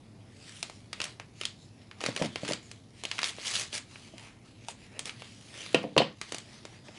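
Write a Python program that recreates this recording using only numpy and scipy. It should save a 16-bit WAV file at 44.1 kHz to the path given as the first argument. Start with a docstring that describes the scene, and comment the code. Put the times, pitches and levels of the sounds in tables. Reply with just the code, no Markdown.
"""A padded paper mailer is slit with a folding knife, close to a small microphone in a carpeted room.
Creases snap as short noise bursts; sliding hands, sawing blade and tearing strip are grainy band noise.
The blade's tugs sound the pouch and a finger taps the handle, both as quickly damped modes.
The knife goes down on the table in two clattering knocks: cracks, ringing modes and buzzing noise.
The mailer is then pulled open; shaped noise gives a low room rumble throughout."""
import sys
import numpy as np
from scipy import signal
from scipy.fft import rfft, irfft
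from scipy.io import wavfile
from scipy.ndimage import uniform_filter1d, map_coordinates

SR = 44100
rng = np.random.default_rng(int(sys.argv[2]) if len(sys.argv) > 2 else 0)


def waveform_to_disk(signal):
    """Save audio, clipped to [-1, 1], as 16-bit WAV at the path in sys.argv[1]."""
    frames = np.transpose(np.atleast_2d(signal))
    scaled = np.clip(frames, -1, 1) * 32767
    samples = np.round(scaled).astype(np.int16)
    wavfile.write(sys.argv[1], SR, samples)


N = 308183
T = np.arange(N) / SR
TOP_HZ = 11050  # upper limit of the recorder

# noise bands of paper and knife, body to top: low f/Hz, high f/Hz, ring time [multiple of a crack's t60]
BANDS = [(268, 1087, 0.8), (1123, 2730, 2.8), (2300, 5660, 2.5), (5680, 10120, 2.5)]


def undb(db):
    """Decibels to gain."""
    return 10 ** (np.asarray(db) / 20)


def unit(x):
    """Scale to rms 1."""
    return x / np.sqrt(np.mean(x ** 2))


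def add(out, s, sound):
    """Mix a sound in at a time in seconds."""
    i = int(s * SR)
    out[i:i + len(sound)] += sound[:N - i]


def band(x, lo_hz, hi_hz, order=3):
    """Causal band-pass."""
    sos = signal.butter(order, [lo_hz, hi_hz], "band", fs=SR, output="sos")
    return signal.sosfilt(sos, x)


def colour(x, points):
    """Shape a spectrum by (f/Hz, level/dB) points, joined by straight lines over log frequency."""
    hz, db = np.transpose(points)
    f = np.maximum(np.fft.rfftfreq(2 * N, 1 / SR), 1)
    gain = undb(np.interp(np.log(f), np.log(hz), db))
    return irfft(rfft(x, 2 * N) * gain)[:N]


def fade(t, t60):
    """Exponential decay, 60 dB down after t60."""
    return np.exp(-np.log(1000) * t / t60)


def octaves_above(hz):
    """How far the centre of each band lies above a frequency."""
    centres = np.array([np.sqrt(lo * hi) for lo, hi, _ in BANDS])
    return np.log2(centres / hz)


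def crack(band_db, t60, after_db, after_t60):
    """A sharp burst and a weak, grainy after-shake in each band; levels are rms over 5 ms."""
    t = T[:SR // 10]
    window = .005 * SR
    step = 45  # samples, about 1 ms for each grain
    grain = unit(np.repeat(undb(6 * rng.standard_normal(len(t) // step)), step))
    out = 0
    for (lo, hi, slow), db in zip(BANDS, band_db):
        after_shake = undb(after_db) * grain * fade(t, after_t60)
        shape = fade(t, t60 * slow) + after_shake
        burst = band(shape * rng.standard_normal(len(t)), lo, hi)
        out = out + undb(db) * burst * np.sqrt(window / np.sum(burst ** 2))
    return out


def ring(modes, detune, scatter_db, contact_hz=TOP_HZ):
    """Damped modes; each blow weights and tunes them anew, and a soft contact misses the high ones."""
    t = T[:SR // 2]
    out = 0
    draws = rng.standard_normal((len(modes), 2))
    for k, ((hz, db, t60), (shift, weight)) in enumerate(zip(modes, draws)):
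        size = undb(db + scatter_db * weight) / np.hypot(1, (hz / contact_hz) ** 8)
        tone = np.sin(2 * np.pi * hz * (1 + detune * shift) * t)
        out = out + (-1) ** k * size * fade(t, t60) * tone
    return out


def fibres(rate, spread_db, grain_s, smooth):
    """Envelope of paper fibres letting go: many tiny breaks and a few large ones over even friction."""
    size = undb(spread_db * np.minimum(rng.exponential(size=N), 5))
    breaks = (rng.random(N) < rate / SR) * size ** 2  # rate is breaks per second
    power = signal.lfilter([1], [1, -np.exp(-1 / (grain_s * SR))], breaks)
    return unit(np.sqrt(power / power.mean() + smooth))


def friction(levels, grain, trims_db):
    """Grainy paper noise, with a level in time for each band."""
    out = 0
    for (lo, hi, _), level, trim in zip(BANDS, levels, trims_db):
        noise = unit(band(grain * rng.standard_normal(N), lo, hi))
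        out = out + level * undb(trim) * noise
    return out


def flex(x, spread_db, width_hz, hold_s):
    """The sheet bends, so its broad resonances come and go: a random gain over frequency and time."""
    f, t, spectra = signal.stft(x, SR, nperseg=512)
    field = rng.standard_normal((200, 800))
    places = np.meshgrid(f / width_hz, t / hold_s, indexing="ij")
    db = spread_db * map_coordinates(field, places, order=1, mode="mirror")
    return signal.istft(spectra * undb(db), SR)[1][:N]


def strokes(table, build_db_per_s):
    """Force on the paper: each stroke sets in, grows while it is held and lets go."""
    edge_db = 28.5  # drop one attack time before the hold, or one release time after it
    out = 0
    for s, attack, hold, release, db in table:
        slack = np.maximum(np.maximum((s - T) / attack, (T - s - hold) / release), 0)
        build = build_db_per_s * (np.clip(T - s, 0, hold) - hold / 2)
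        out = out + undb(np.maximum(db + build - edge_db * slack, -200))
    return out


def room_rumble():
    """The room behind the mailer: steady noise, strongest in the low range."""
    # spectrum of the room noise: f/Hz, relative level/dB [per Hz]
    room = [(25, -29), (45, -14.5), (70, -16.5), (106, 0.5), (150, -8), (230, -5.5), (330, -11.5),
            (520, -20.5), (800, -20.5), (1400, -25.5), (3000, -38.5), (6000, -38), (11000, -35.5)]
    return undb(-54.5) * unit(colour(rng.standard_normal(N), room))


def hands():
    """Fingers and the contents slide over the paper in swells; taut paper is brighter than slack."""
    # slides, levels ahead of the band trims: t/s [fastest moment], rise t/s, fall t/s, level/dB [at 4 kHz],
    # brightness [dB per octave]
    slides = [(0.15, .35, 0.55, -71.5, -7.5), (0.47, 0.18, 0.14, -50, 1), (0.57, 0.13, 0.26, -47.5, 3.5),
              (1.05, 0.082, 0.075, -42, -0.5), (1.43, 0.08, 0.05, -46.5, 1.5), (1.64, 0.087, 0.055, -56, 4),
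              (1.82, .06, 0.082, -59, -1), (2.0, 0.083, .1, -54, -2.5), (2.36, 0.12, 0.14, -50.5, 0.5),
              (2.66, .1, 0.17, -53.5, 1.5), (3.0, 0.061, 0.042, -50, 1), (3.17, 0.14, 0.18, -41.5, -.5),
              (3.924, 0.062, 0.21, -48.5, 1.5), (4.07, .1, 0.07, -51, 0.5), (4.25, 0.16, 0.095, -49, -0.5),
              (4.47, 0.056, 0.097, -56.5, 0.5), (4.645, 0.09, 0.11, -54.5, -1),
              (4.703, 0.021, 0.02, -38.5, 3.5), (4.85, 0.11, 0.045, -52, -0.5),
              (4.97, 0.085, 0.064, -52.5, -3), (5.072, 0.021, 0.04, -36.5, 1), (5.3, 0.31, 0.33, -49.5, 1),
              (5.62, 0.19, 0.26, -41, 1), (6.37, 0.18, .06, -43, .5), (6.53, 0.16, 0.17, -49, -1),
              (6.74, .08, 0.075, -51.5, -2), (6.87, 0.04, 0.051, -50.5, -0.5),
              (6.97, 0.082, 0.092, -49.5, -2)]
    edge_db, roundness = 13.5, 1.41  # drop after one rise or fall time; exponent of the swell
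    holding_db = -65.5  # the paper stirs even when it is only held
    t = T[::100]
    power = undb(holding_db) ** 2
    for s, rise, fall, db, brightness in slides:
        away = np.abs(np.where(t < s, (s - t) / rise, (t - s) / fall))
        swell = db - edge_db * away ** roundness
        power = power + undb(swell + brightness * octaves_above(4000)[:, None]) ** 2
    levels = [np.interp(T, t, np.sqrt(p)) for p in power]
    sliding = fibres(rate=460, spread_db=3.0, grain_s=0.0023, smooth=1.8)
    crinkles = fibres(rate=40, spread_db=2.5, grain_s=.0007, smooth=0)
    grain = np.hypot(sliding, 0.39 * crinkles)  # sparse crinkles over the even sliding
    rustle = friction(levels, grain, trims_db=(-13.5, -7.5, -7.5, -9.5))
    return flex(rustle, spread_db=4, width_hz=445, hold_s=.07)


def creases():
    """Stiff paper buckles in single snaps, and a few fibres crackle on after each."""
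    # snaps: t/s, level/dB [at the strongest frequency], strongest f/Hz, fall to either side [dB per octave]
    snaps = [(0.6282, -29.5, 5060, 3), (0.698, -43.5, 630.0, 1.5), (0.9298, -29, 2480, 7),
             (1.0024, -28, 1870, 7), (1.016, -27.5, 2900.0, 7), (1.0406, -29, 5100.0, 7),
             (1.1985, -34.5, 930.0, 5.5), (1.4123, -31.5, 2580, 5), (1.435, -36, 2600.0, 7),
             (1.453, -25, 4400, 9), (1.9126, -38, 1590, 10), (2.006, -32.5, 2200.0, 10),
             (2.013, -35.5, 880.0, 3), (2.0385, -24, 990, 6.5), (2.0622, -23.5, 2280, 5.5),
             (2.1631, -29, 2180, 4), (2.1749, -32, 2090, 7), (2.2219, -27.5, 633, 4),
             (2.3581, -27.5, 1300.0, 6), (2.4496, -36, 1600.0, 5), (2.502, -32.5, 500.0, 5),
             (2.5213, -33, 2400.0, 2), (2.5336, -28.5, 3120, 5.5), (2.714, -41, 4500.0, 3.5),
             (3.0366, -37, 8000.0, 0.5), (3.052, -31.5, 2400.0, 4), (3.1142, -25.5, 2500, 10),
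             (3.1819, -33, 1800.0, 10), (3.1897, -24.5, 1870, 8), (3.217, -33, 2600.0, 6),
             (3.2307, -21.0, 2300.0, 9), (3.2421, -24, 3100.0, 7.5), (3.3845, -35, 830.0, 9),
             (3.5636, -29, 3800.0, 11), (3.9574, -36, 1400.0, 13), (4.181, -45, 2700.0, 4),
             (4.6847, -37.5, 8000.0, 1.5), (4.9925, -29.5, 6400.0, 4), (5.0561, -35, 5400.0, 4),
             (5.0941, -29.5, 2420, 14.5), (5.2205, -40.5, 880.0, 3.5), (5.6622, -38, 2200.0, 6),
             (6.214, -28.0, 2470, 4), (6.3217, -33.5, 8000.0, 0), (6.3454, -34.5, 4100.0, 0.5),
             (6.383, -37.5, 6000.0, 4), (6.652, -40.5, 700.0, 1.5), (6.8842, -33.5, 960, 11)]
    out = np.zeros(N)
    for s, db, peak_hz, fall in snaps:
        band_db = db - fall * np.abs(octaves_above(peak_hz))
        add(out, s, crack(band_db, t60=.0048, after_db=-21, after_t60=.05))
    return flex(out, spread_db=1.0, width_hz=626, hold_s=.04)


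def cutting():
    """Fibres part along the blade, and each catch thumps the hollow pouch."""
    # blade strokes, levels ahead of the band trims: t/s [start of hold], attack t/s, hold t/s, release t/s,
    # level/dB [mid-hold]
    cuts = [(2.022, 0.026, 0.048, 0.15, -42.5), (2.195, 0.085, 0.073, 0.012, -40),
            (2.48, 0.14, 0.034, 0.035, -37)]
    # the blade catches and jerks the pouch: t/s, level/dB
    tugs = [(2.064, -30), (2.087, -19), (2.199, -28), (2.2152, -15.5), (2.2213, -19), (2.228, -37),
            (2.241, -22), (2.254, -26), (2.433, -21), (2.491, -26), (2.51, -19), (4.138, -37)]
    # modes of the pouch: f/Hz, relative level/dB, t60/s
    pouch = [(142, -9.5, 0.056), (300, -9, 0.073), (433, -28, 0.042), (560, -1, 0.023), (785, -12, 0.0063)]
    grain = fibres(rate=900, spread_db=3.4, grain_s=.0005, smooth=.12)
    force = [strokes(cuts, build_db_per_s=42)] * len(BANDS)
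    sawing = friction(force, grain, trims_db=(-5, -3.5, -4.0, -5.5))
    out = flex(sawing, spread_db=3.0, width_hz=382, hold_s=0.029)
    for s, db in tugs:
        add(out, s, undb(db) * ring(pouch, detune=.09, scatter_db=1))
    return out


def tearing():
    """The end strip rips away in a dense run of breaking fibres, brighter the harder it is pulled."""
    # pulls, levels ahead of the band trims: t/s [start of hold], attack t/s, hold t/s, release t/s,
    # level/dB [mid-hold]
    pulls = [(3.248, 0.026, 0.045, 0.036, -35), (3.475, 0.18, 0.13, 0.11, -31),
             (3.74, 0.041, 0.041, 0.022, -33)]
    grain = fibres(rate=1000, spread_db=3, grain_s=.0005, smooth=.13)
    force = strokes(pulls, build_db_per_s=13)
    top = force * (force / force.max()) ** 0.17  # the top grows faster than the force
    rip = friction([force, force, force, top], grain, trims_db=(-16.5, -8, -5.5, -4.0))
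    return flex(rip, spread_db=2.5, width_hz=378, hold_s=0.033)


def handle_tap():
    """A finger taps the knife handle: one short, hollow knock of damped modes."""
    # modes of the handle: f/Hz, relative level/dB, t60/s
    handle = [(704, -5, 0.025), (924, 2.5, 0.032)]
    tap_s, tap_db = 4.685, -29.5
    out = np.zeros(N)
    add(out, tap_s, undb(tap_db) * ring(handle, detune=.01, scatter_db=1))
    return out


def chatter(contact_hz, t60):
    """The loose knife buzzes against the table: decaying noise in its own broad resonances."""
    # resonances of the knife on the table: f/Hz, width f/Hz, relative level/dB
    resonances = [(2750, 420, 0), (3024, 230, -0.5), (3580, 110, -7), (3890, 1030, 3), (4460, 420, -5)]
    t = T[:SR // 3]
    out = 0
    for hz, width_hz, db in resonances:
        size = undb(db) / np.hypot(1, (hz / contact_hz) ** 12)
        noise = rng.standard_normal(len(t))
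        out = out + size * unit(band(noise, hz - width_hz / 2, hz + width_hz / 2, order=2))
    return out * fade(t, t60)


def knife_down():
    """Handle and blade drop on the table and bounce; the deep bass is filtered out."""
    # contacts with the table: t/s, ring level/dB, upper f/Hz the contact excites, crack level/dB,
    # fall of the crack [dB per octave]
    contacts = [(5.7452, -16, 3170, -11, 5.5), (5.8302, -34, 1100, -39, 2.5), (5.8398, -25, 790, -15, 10),
                (5.915, -41, 500, -34, 12), (5.9649, -16, 1700, -13, 8.5), (5.978, -17, 5200, -11.5, 5),
                (6.0036, -22, 1500, -9.5, 12.5), (6.018, -25.5, 3430, -17, 14)]
    # modes of the table: f/Hz, relative level/dB, t60/s
    table_modes = [(131, -12, .2), (165, -13, .2), (199, -12, .2), (231, -14, .28), (292, -8, .22),
                   (412, -13, .16), (462, -12, .14), (497, -7, .16), (550, -11, .15), (659, -9, .19),
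                   (712, -15, .17), (800, -19, .18), (975, -13, .14), (1010, -11, .17), (1103, -12, .18),
                   (1206, -17, .18), (1404, -13, .2), (1870, -14, .14)]
    crack_knee = 0.31  # the crack starts to fall at this share of the contact frequency
    out = np.zeros(N)
    for s, ring_db, contact_hz, crack_db, fall in contacts:
        band_db = crack_db - fall * np.maximum(octaves_above(crack_knee * contact_hz), 0)
        add(out, s, crack(band_db, t60=.011, after_db=-36, after_t60=.05))
        ringing = ring(table_modes, detune=.0008, scatter_db=2, contact_hz=contact_hz)
        add(out, s, undb(ring_db) * ringing)
        add(out, s, undb(ring_db - 2) * chatter(contact_hz, t60=.095))
    return signal.sosfilt(signal.butter(2, 90, "high", fs=SR, output="sos"), out)


def reverberate(x, diffuse, first_s=0.0017, build_s=0.00071):
    """Fixed wall echoes mixed with a smooth, diffuse noise wash."""
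    # reverberation of the room: low f/Hz, high f/Hz, t60/s, level/dB [of the band sent to the walls]
    walls = [(122, 308, 0.3, -4), (371, 1010, 0.22, -10), (1045, 2490, 0.26, -5), (2810, 5170, 0.26, -8),
             (6140, 9020, 0.21, -7)]
    t = T[:SR // 2]
    onset = np.clip((t - first_s) / build_s, 0, 1)
    out = x
    for lo, hi, t60, db in walls:
        decay = onset * fade(t, t60) ** 2  # of power
        decay = decay / decay.sum()
        sent = undb(db) * band(x, lo, hi)
        echo_pattern = np.sqrt(decay) * rng.standard_normal(len(t))
        echoes = signal.fftconvolve(sent, echo_pattern)[:N]
        energy = np.abs(signal.fftconvolve(sent ** 2, decay)[:N])
        wash = np.sqrt(energy) * unit(band(rng.standard_normal(N), lo, hi))
        out = out + np.sqrt(1 - diffuse) * echoes + np.sqrt(diffuse) * wash
    return out


def gain_control(x, ceiling_db, recovery_db_per_s):
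    """Loud blows push the gain down at once; it creeps back afterwards."""
    power = uniform_filter1d(x ** 2, size=220)  # over 5 ms
    over_db = np.maximum(10 * np.log10(np.abs(power) + 1e-12) - ceiling_db, 0)
    creep = recovery_db_per_s * T
    return x * undb(creep - np.maximum.accumulate(over_db + creep))


def scene():
    """Paper and knife over the steady room rumble; the knocks are given a little less reverberation."""
    # the stiff paper radiates best in the presence range: f/Hz, level/dB
    paper_colour = [(300, -2.5), (1300, -0.5), (1900, 2.5), (2500, -0.5), (3100, 1), (4300, 1),
                    (6500, -0.5), (10000, -2)]
    rumble = room_rumble()
    rubbing = colour(hands() + cutting() + tearing(), paper_colour)
    paper = reverberate(rubbing + creases() + handle_tap(), diffuse=0.74)
    knocks = knife_down()
    knock_reverb = reverberate(knocks, diffuse=0.37) - knocks
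    knife = knocks + undb(-1.5) * knock_reverb
    return (paper + knife + rumble)[None]


def record(dry):
    """The microphone colours the sound; the recorder rides the gain and cuts the top."""
    # microphone colour: f/Hz, level/dB
    mic = [(60, 3), (300, -0.5), (600, 1), (1000, -4), (1500, -7.5), (2200, -3), (3000, 0), (4500, -1),
           (6500, -1.5), (8500, -5.5), (10500, -2)]
    held = gain_control(colour(dry[0], mic), ceiling_db=-14.0, recovery_db_per_s=12.0)
    top_cut = signal.ellip(10, .2, 60, TOP_HZ, fs=SR, output="sos")
    return signal.sosfilt(top_cut, held)[None]


dry = scene()
out = record(dry)
waveform_to_disk(out)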